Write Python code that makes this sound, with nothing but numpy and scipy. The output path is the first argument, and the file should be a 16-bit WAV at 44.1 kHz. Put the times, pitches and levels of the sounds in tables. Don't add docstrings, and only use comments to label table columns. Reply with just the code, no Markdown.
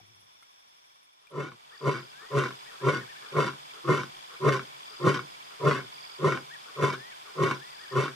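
import sys
import numpy as np
from scipy import signal
from scipy.fft import rfft, irfft, next_fast_len
from scipy.io import wavfile
from scipy.ndimage import uniform_filter1d

SR = 44100
rng = np.random.default_rng(int(sys.argv[2]) if len(sys.argv) > 2 else 0)


def undo_db(level):
    steps = np.asarray(level, float) / 20
    return 10 ** steps


def to_wav(sig):
    pcm = np.clip(np.atleast_2d(sig), -1, 1) * 32767
    pcm = np.round(pcm).astype(np.int16)
    wavfile.write(sys.argv[1], SR, pcm.T)


N = 359415
T = np.arange(N) / SR
SIZE = next_fast_len(N + SR)
HZ = np.arange(SIZE // 2 + 1) * SR / SIZE


def filtered(x, response):
    return irfft(rfft(x, SIZE) * response, SIZE)[..., :N]


def resonance(hz, width):
    return 1 / (1 + 1j * (HZ ** 2 - hz ** 2) / (width * HZ + 1e-9))


def evened(x, over_s):
    return x / np.sqrt(uniform_filter1d(x[0] ** 2, int(over_s * SR)) + 1e-12)


def drift(rate_hz):
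    slow = filtered(rng.standard_normal(N), 1 / (1 + (HZ / rate_hz) ** 2))
    return slow / slow.std()


def left_right(mid_side):
    mid, side = mid_side
    return np.array([mid + side, mid - side])


def panned(x, pan_db):
    return x * undo_db(np.array([[.5], [-.5]]) * pan_db)


def place(length, s):
    at = slice(int(s * SR), min(N, int((s + length) * SR)))
    return at, T[at] - T[at.start]


def bush(x, t60, dull_hz):
    decay = np.exp(-np.log(1000) * T[:SR] / t60) * (T[:SR] > .008)
    returns = rng.standard_normal((2, SR)) * decay / np.sqrt(np.sum(decay ** 2))
    return filtered(x, rfft(returns, SIZE) / (1 + 1j * HZ / dull_hz))


def air(spectrum, level_db):
    hz, db = np.transpose(spectrum)
    colour = undo_db(np.interp(np.log(HZ + 1), np.log(hz), db))
    hiss = filtered(rng.standard_normal(N), colour)
    return undo_db(level_db + 0.23 * drift(24)) * hiss / hiss.std()


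# (frequency [Hz], level [dB per Hz])
QUIET_MIDDLE = [(15, -54), (25, -13), (496, -13.5), (2070, -6.5), (3010, -7.5), (3450, 3), (3840, -12),
                (5590, -7), (6400, -15.5), (15600, -20)]
QUIET_SIDES = [(15, -67), (25, -42), (723, -4), (972, 1), (1960, -13), (3450, -7), (4630, -16), (5450, -1),
               (6400, -19), (15600, -28)]
LOUD_MIDDLE = [(15, -46), (25, -5), (82, -17.5), (144, -8.5), (510, -12), (632, -5.5), (2010, -2),
               (3450, -0.5), (4050, -6.5), (5020, -3.5), (5590, -8.5), (15600, -19.5)]
LOUD_SIDES = [(15, -54), (25, -34), (210, -16), (999, 2.5), (2010, -11.5), (2930, -25), (3450, -20),
              (4050, -12), (4890, -8), (5590, -17), (8160, -20.5), (15600, -31.5)]
# (pitch [Hz], width [Hz], throbs [per s], level when quiet [dB], level when loud [dB],
# left-right likeness [-1 to 1])
CHORUSES = [
    (3536, 80, 53, -77, -62.5, -0.69),
    (5600, 140, 60, -78.5, -90, -.3),
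    (2300, 110, 19, -77.5, -60, -0.83),
    (3336, 350, 47, -89, -58.5, -0.79),
    (1070, 280, 14, -78, -61, -1.03),
    (5100, 210, 17, -81.5, -89, 0.49),
]


def night(quiet, loud):
    mid = quiet * air(QUIET_MIDDLE, -65.5) + loud * air(LOUD_MIDDLE, -53)
    side = quiet * air(QUIET_SIDES, -61) + loud * air(LOUD_SIDES, -49.5)
    out = np.array([mid, side])
    for hz, width, rate, quiet_db, loud_db, alike in CHORUSES:
        beat = np.cumsum(rate * (1 + .15 * drift(3))) / SR
        throb = np.exp(1.2 * np.sin(2 * np.pi * beat) + .15 * drift(4))
        voices = filtered(throb * rng.standard_normal((2, N)), resonance(hz, width) ** 2)
        share = np.sqrt(1 + np.clip(alike, -1, 1) * np.array([[1], [-1]]))
        level = quiet * undo_db(quiet_db) + loud * undo_db(loud_db)
        out += level * share * voices / voices.std()
    return out


# (time [s], level [dB])
ENGINE_LEVELS = [
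    (0.0, -64.5),
    (0.184, -69.5),
    (0.45, -93),
]


def engine():
    s, db = np.transpose(ENGINE_LEVELS)
    turn = np.floor(np.cumsum(100 * (1 + 0.135 * drift(42))) / SR)
    knocks = np.diff(turn, prepend=0) * undo_db(3.1 * drift(50))
    body = resonance(100, 28) - .5 * resonance(165, 66)
    body = body + 0.32 * resonance(344, 53) - 0.093 * resonance(480, 70)
    hum = evened(filtered(knocks * [[1], [.5]], body), .08)
    return undo_db(np.interp(T, s, db, right=-120)) * hum


# (time [s], peak level [dB], pitch [Hz])
DRY_TICKS = [
    (.002, -50.5, 750),
    (.425, -52.5, 1360),
    (0.43, -53, 2150),
    (1.271, -49, 2400),
]


def ticks():
    out = np.zeros((2, N))
    for s, db, hz in DRY_TICKS:
        at, t = place(.03, s)
        burst = 0.54 * rng.standard_normal((2, len(t))) * np.exp(-t / .0015)
        ring = np.sin(2 * np.pi * hz * t) + burst
        out[:, at] += undo_db(db) * np.exp(-t / 0.0058) * ring * [[1], [.4]]
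    return out


# (first rasp [s], rasps [per s], level [dB], fading [dB per s])
KATYDID_BEAT = (.052, 11.33, -61.5, 2.5)
# (time [s], level [dB])
STRESSED_RASPS = [
    (.19, -56),
    (.408, -64),
    (1.026, -65),
    (1.292, -66),
]


def katydid():
    first, rate, level_db, fading = KATYDID_BEAT
    steady = [(first + k / rate, level_db - fading * k / rate) for k in range(15)]
    rasps = np.zeros(N)
    for s, db in steady + STRESSED_RASPS:
        at, t = place(.04, s)
        rasps[at] += undo_db(db + 2.5) * np.sin(np.pi * t / .04)
    return filtered(rasps * rng.standard_normal((2, N)), resonance(10200, 1900) ** 2)


# (time [s], chirps, level [dB], left over right [dB])
CRICKET_TRILLS = [
    (1.708, 17, -55, 7),
    (4.83, 11, -57.5, 22.5),
    (5.917, 12, -55, -23.5),
    (7.68, 12, -56.5, 19.5),
]
STEADY_CHIRPS = [1.98, 2.28, 2.55, 2.87, 3.17, 3.62, 3.94, 4.25, 4.55, 4.85, 5.2, 5.44, 5.72, 5.99, 6.285,
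                 6.59, 6.92, 7.25, 7.55, 7.8]


def crickets():
    trill_rate, chirp_rate = 45.8, 27
    out, flicker = np.zeros((2, N)), undo_db(2 * drift(23))
    for s, strokes, db, pan_db in CRICKET_TRILLS:
        at, t = place(round(strokes) / trill_rate, s)
        u = t * trill_rate % 1 / trill_rate
        swell = np.sin(np.pi * np.clip(u / 0.012, 0, 1))
        stroke = swell * np.sin(2 * np.pi * (5200 * u - 36000 * u ** 2))
        fade_in = np.minimum(t / 0.019, 1)
        out[:, at] += panned(undo_db(db + 2.5) * fade_in * flicker[at] * stroke, pan_db)
    for s in STEADY_CHIRPS:
        at, t = place(4 / chirp_rate, s)
        swell = np.sin(np.pi * np.clip(t * chirp_rate % 1 / 0.64, 0, 1))
        wobble = 1.9 * np.sin(2 * np.pi * chirp_rate * t)
        out[:, at] += panned(undo_db(-55.5) * swell * np.sin(2 * np.pi * 5000 * t + wobble), 1.5)
    return out + undo_db(-18.0) * bush(out[0], 0.22, 8000)


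def whistle(t, pitch_hz, db):
    ends = np.clip(np.minimum(t, t[-1] - t) / .008, 0, 1)
    return undo_db(db + 2.5) * ends * np.sin(2 * np.pi * np.cumsum(pitch_hz) / SR)


# (time [s], climb [s], first pitch [Hz], bend [power], level [dB])
LONG_NOTES = [
    (2.12, 0.18, 1420, 1.05, -57),
    (2.785, 0.13, 1420, 2.1, -55),
    (6.96, .14, 1580, 1.2, -52.5),
    (7.6, 0.13, 1493, 3.4, -54),
]
# (time [s], length [s], top pitch [Hz], level [dB])
SHORT_NOTES = [(1.711, 0.063, 1896, -60), (2.652, 0.058, 1936, -58), (2.991, 0.051, 1870, -51.5),
               (3.072, .06, 1855, -53), (3.147, .058, 1785, -57), (3.215, 0.049, 1750, -57),
               (3.274, 0.056, 1660, -60), (6.499, 0.069, 1910, -53), (7.783, 0.083, 1890, -54),
               (7.876, 0.067, 1860, -55)]


def nightjar():
    top_hz, drop_s, drop_hz_per_s, swell_db = 2010, 0.044, 12300, 8.5
    out = np.zeros(N)
    for s, climb, first_hz, bend, db in LONG_NOTES:
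        at, t = place(climb + drop_s, s)
        left = np.maximum(1 - t / climb, 0) ** bend
        over = np.maximum(t - climb, 0)
        hz = top_hz - (top_hz - first_hz) * left - drop_hz_per_s * over
        weaker = swell_db * (np.abs(2 * left - 1) - over / drop_s)
        out[at] += whistle(t, uniform_filter1d(hz, size=300), db - weaker)
    for s, length, arch_hz, db in SHORT_NOTES:
        at, t = place(length, s)
        out[at] += whistle(t, arch_hz - 1700 * np.abs((t / length) ** 1.26 - .5) ** 2, db)
    out *= undo_db(2.2 * drift(27))
    return panned(out, 13.0) + undo_db(-3) * bush(out, 0.24, 2700)


def folds(pitch_hz, jitter, shimmer_db, soft_hz):
    phase = np.cumsum(pitch_hz * (1 + jitter * drift(39.91))) / SR
    closes = np.diff(np.floor(phase), prepend=0) > 0
    puffs = closes * undo_db(shimmer_db * drift(52)) * np.sqrt(SR / pitch_hz)
    pulses = filtered(puffs, 1 / (1 + 1j * HZ / soft_hz))
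    swell = 1 + .5 * np.cos(2 * np.pi * phase)
    hiss = rng.standard_normal(N) * swell * undo_db(shimmer_db * drift(22))
    return pulses, hiss


def tract(source, modes, age=0):
    early, late = 0, 0
    for k, (hz, width, early_db, late_db, side_db, lag) in enumerate(modes):
        side = undo_db(side_db) * np.exp(-2j * np.pi * lag * HZ / hz)
        peak = (-1) ** k * resonance(hz, width) * np.array([HZ ** 0, side])
        early = early + undo_db(early_db) * peak
        late = late + undo_db(late_db) * peak
    return (1 - age) * filtered(source, early) + age * filtered(source, late)


def bent(x, share):
    slip = signal.lfilter([1], [1, -np.exp(-3 / SR)], share) / SR
    return np.array([np.interp(T + slip, T, channel) for channel in x])


# (time [s], jump [dB])
FOLD_SLAPS = [(1.4, 3), (1.518, 20), (1.84, 4.5), (2.437, 9), (2.507, 17), (2.844, 7), (2.956, 0),
              (3.366, 7.5), (3.533, 14), (3.877, 7), (3.963, 5.5), (4.034, 10), (4.444, 3), (4.523, 7.5),
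              (4.594, 15.5), (5.142, 9), (5.17, 7), (5.192, 16), (5.711, 10.5), (6.243, 3.5), (6.322, 11.5),
              (6.348, 5.5), (6.374, 11.5), (6.785, 5), (6.824, 8.5), (6.928, 5), (7.399, 2), (7.511, 12),
              (7.951, 3.5), (8.08, 11.5)]


def slapping():
    out = np.zeros(N)
    for s, jump_db in FOLD_SLAPS:
        at, t = place(.06, s - .03)
        since = t - .03
        out[at] += jump_db * np.where(since > 0, .65 * np.exp(-since / .009), -.6 * np.exp(since / .006))
    return uniform_filter1d(out, size=8)


# (time [s], rise [s], push level [dB], growl under the push [dB], length [s])
GRUNT_EVENTS = [(1.312, .085, -35, -11, .2), (1.811, 0.073, -27.5, -15.5, 0.21),
                (2.307, 0.068, -25.5, -11.5, .2), (2.813, 0.067, -25, -12, .2),
                (3.323, 0.068, -26.5, -10, .2), (3.846, 0.066, -24, -14, .2),
                (4.406, 0.071, -22.5, -11.5, .2), (5.002, 0.075, -23, -15, 0.21),
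                (5.603, 0.076, -23.5, -14, 0.22), (6.194, 0.068, -24.5, -11, .2),
                (6.763, 0.075, -26.5, -12, 0.21), (7.359, 0.072, -25, -11, 0.21),
                (7.914, .072, -26.5, -12.5, 0.19)]


def per_grunt(rows):
    begins = [grunt[0] - .1 for grunt in GRUNT_EVENTS]
    return np.array(rows)[np.maximum(np.searchsorted(begins, T) - 1, 0)].T


def effort(push_db, lag_s, start_db, growl_db):
    start, rise, level_db, under_db, length = per_grunt(GRUNT_EVENTS)
    t, top = T - start, rise + lag_s
    after = np.maximum(t - top, 0)
    swell = -start_db * np.maximum(1 - t / top, 0) ** 1.43 - 1500 * np.maximum(-t, 0)
    push = push_db - 14.5 * (after / 0.052) ** 0.72
    close_s, sag_db_per_s, close_db_per_s, shut_db_per_s = 0.036, 57, 345, 500
    closing = close_db_per_s * np.maximum(t - length + close_s, 0)
    growl = growl_db + under_db - sag_db_per_s * after - closing
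    shut = shut_db_per_s * np.maximum(t - length - close_s, 0)
    both = 10 * np.log10(undo_db(2 * push) + undo_db(2 * growl) + 1e-30)
    return np.maximum(level_db + swell - shut + both, -120)


# (pitch [Hz], width [Hz], level as a grunt starts [dB], # level as it ends
# [dB], sides against middle [dB], side lag [cycles])
CHEST_MODES = [(140, 14, 0, 0, -13, .12), (118, 30, -17, -13, -13, .1), (172, 35, -19, -17, -13, .12)]
THROAT_MODES = [(217.5, 78, -13.5, -3, -22, 0.3), (365, 11.6, 9, 6.5, -8, 0.75),
                (402.7, 24.2, 4.5, -6, -17, 0.91), (498, 36, -2, -6, -14.5, 0.86),
                (545.4, 36.2, -2, -9.5, -10.5, 0.5), (682, 30, -22.5, -14, 1, 0.48),
                (822, 18, -46, -11.5, 4.5, 0.39)]
MOUTH_MODES = [(1011.2, 20, -0.5, 2, -16, 0.58), (1090.4, 42, -1, -5, -9, 0.73),
               (1237, 80, -8.5, -7.5, -8, 0.9), (1419, 43, -8, 4, -16, 0.081),
               (1555, 240, -28, -8, -14, 0.95)]
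RASP_MODES = [(1890, 31, 4.5, -30, -0.5, 0.75), (2189, 29, 4.5, 0.5, 1, 0.35),
              (2400, 61, -8, -21.5, -28, 1), (2668, 31, -1.5, -9.5, -13, 0.7),
              (3016, 115, -6, -12.5, -6.5, 0.92), (3586, 74, -5.5, -8, -23, 0.74),
              (4060, 260, -14, -20, -5.5, 0.15), (4850, 62, -9.5, -8.5, -2, 0.75),
              (5730, 340, -12.5, -20.5, -6.5, 0.2), (7140, 3500, -21, -38, -15, 0.33),
              (9760, 2700, -22.5, -44, -14, 0), (12900, 3100, -38, -48, -8, 0)]
# (push [dB], lag [s], drop at the start [dB], growl [dB])
PART_EFFORTS = [
    (2.65, 0.0011, 31, -2.5),
    (2, 0.0025, 23, 2.5),
    (-3.5, 0.0025, 23.5, 7),
    (-14, 0.016, 30, -2.5),
]
# (throat level [dB], mouth opening [dB], throat stretch [share])
POSTURES = [(.3, -0.5, .01), (.3, 1.5, .01), (.3, -0.4, .01), (.3, 0.5, 0.0102), (.3, 0.5, 0.0099),
            (.3, 1.4, 0.009914), (.3, -0.8, 0.01028), (.3, 0.9, 0.0091), (.3, 0.65, .12),
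            (.3, -1.2, 0.01016), (.3, 1.4, .05), (.3, -0.1, 0.0103), (.3, 1.3, 0.0097)]


def grunts():
    chest_db, throat_db, mouth_db, rasp_db = [effort(*part) for part in PART_EFFORTS]
    full_db, open_db, tall = per_grunt(POSTURES)
    throat_db, mouth_db = throat_db + full_db, mouth_db + open_db
    rasp_db = rasp_db + 1.33 * open_db
    slap_db = slapping()
    sounding = chest_db > -70
    starts = np.array([grunt[0] for grunt in GRUNT_EVENTS]) - .05
    since = T - starts[np.maximum(np.searchsorted(starts, T) - 1, 0)]
    age = np.clip((since - .1) / .15, 0, 1)
    pulses, hiss = folds(146 - 18 * age, jitter=.09, shimmer_db=3, soft_hz=1500)

    stretch = np.sin(np.pi * age) ** 2 * (.5 - age)
    climb = 0.0596 * (age - .3) * sounding
    throat_bend = 0.55 * stretch + tall * sounding + .03 * drift(9)
    mouth_bend = climb + .025 * drift(9.43)
    rasp_bend = 0.615 * climb + .02 * drift(8.6)

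    chest = bent(tract(pulses + .1 * hiss, CHEST_MODES, age), .06 * stretch)
    throat = bent(tract(pulses + 0.87 * hiss, THROAT_MODES, age), throat_bend)
    mouth = bent(tract(0.69 * pulses + 0.8 * hiss, MOUTH_MODES, age), mouth_bend)
    rasp = bent(tract(.5 * pulses + 3.3 * hiss, RASP_MODES, age), rasp_bend)
    out = undo_db(chest_db + .4 * slap_db) * evened(chest, .04)
    out += undo_db(throat_db + .5 * slap_db) * evened(throat, .04)
    out += undo_db(mouth_db + slap_db) * evened(mouth, 0.065)
    out += undo_db(rasp_db + slap_db) * evened(rasp, 0.032)
    return out + slap_knocks(slap_db, mouth_db)


def slap_knocks(slap_db, mouth_db):
    knocks = filtered(np.maximum(np.diff(slap_db, prepend=0), 0) ** 2, 1 / (1 + 1j * HZ / 4000))
    body = resonance(1400, 190) - 0.68 * resonance(1100, 130) + 0.15 * resonance(2300, 300)
    crack = filtered(knocks * undo_db(mouth_db + 19) * [[1], [.25]], body)
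    return crack + tract(knocks * undo_db(mouth_db + 12), MOUTH_MODES + RASP_MODES[:6], .7)


GASP_LEVELS = [-72, -60, -53.5, -54, -51, -53.5, -49.5, -54, -56, -59, -53, -52.5, -56]


def gasps():
    low, high = np.zeros(N), np.zeros(N)
    rush = rng.standard_normal(N) * undo_db(1.5 * drift(40)) * [[1], [.3]]
    for (s, *_), db in zip(GRUNT_EVENTS, GASP_LEVELS):
        at, t = place(0.11, s - 0.1197)
        breath = np.sin(np.pi * t / .09)
        low[at] += undo_db(db - 7.5) * breath
        high[at] += undo_db(db) * breath
    throat = evened(filtered(rush, resonance(440, 59)), 0.66)
    mouth = evened(filtered(rush, resonance(1146, 210) - resonance(1460, 210)), 0.5)
    return low * throat + high * mouth


def lion():
    no_bass = signal.butter(5, 90, "high", fs=SR, output="sos")
    return signal.sosfilt(no_bass, grunts() + gasps())


def scene():
    quiet = np.clip((1.56 - T) / 0.69, 0, 1)
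    loud = np.clip(1 - (2.55 - T) / 1.56, 0.097, 1)
    cat = lion()
    echoes = undo_db(-27.5) * bush(cat[0], 0.97, 590) + undo_db(-11) * bush(cat[0], 0.066, 4000)
    near = left_right(cat + night(quiet, loud) + engine() + ticks())
    return near + echoes + nightjar() + crickets() + katydid()


def roll_off(x):
    return signal.sosfilt(signal.butter(12, 15710, fs=SR, output="sos"), x)


def record(dry):
    mix = filtered(dry, (HZ < 15700) / np.sqrt(1 + (HZ / 13500) ** 6))
    return roll_off(mix)


dry = scene()
out = record(dry)
to_wav(out)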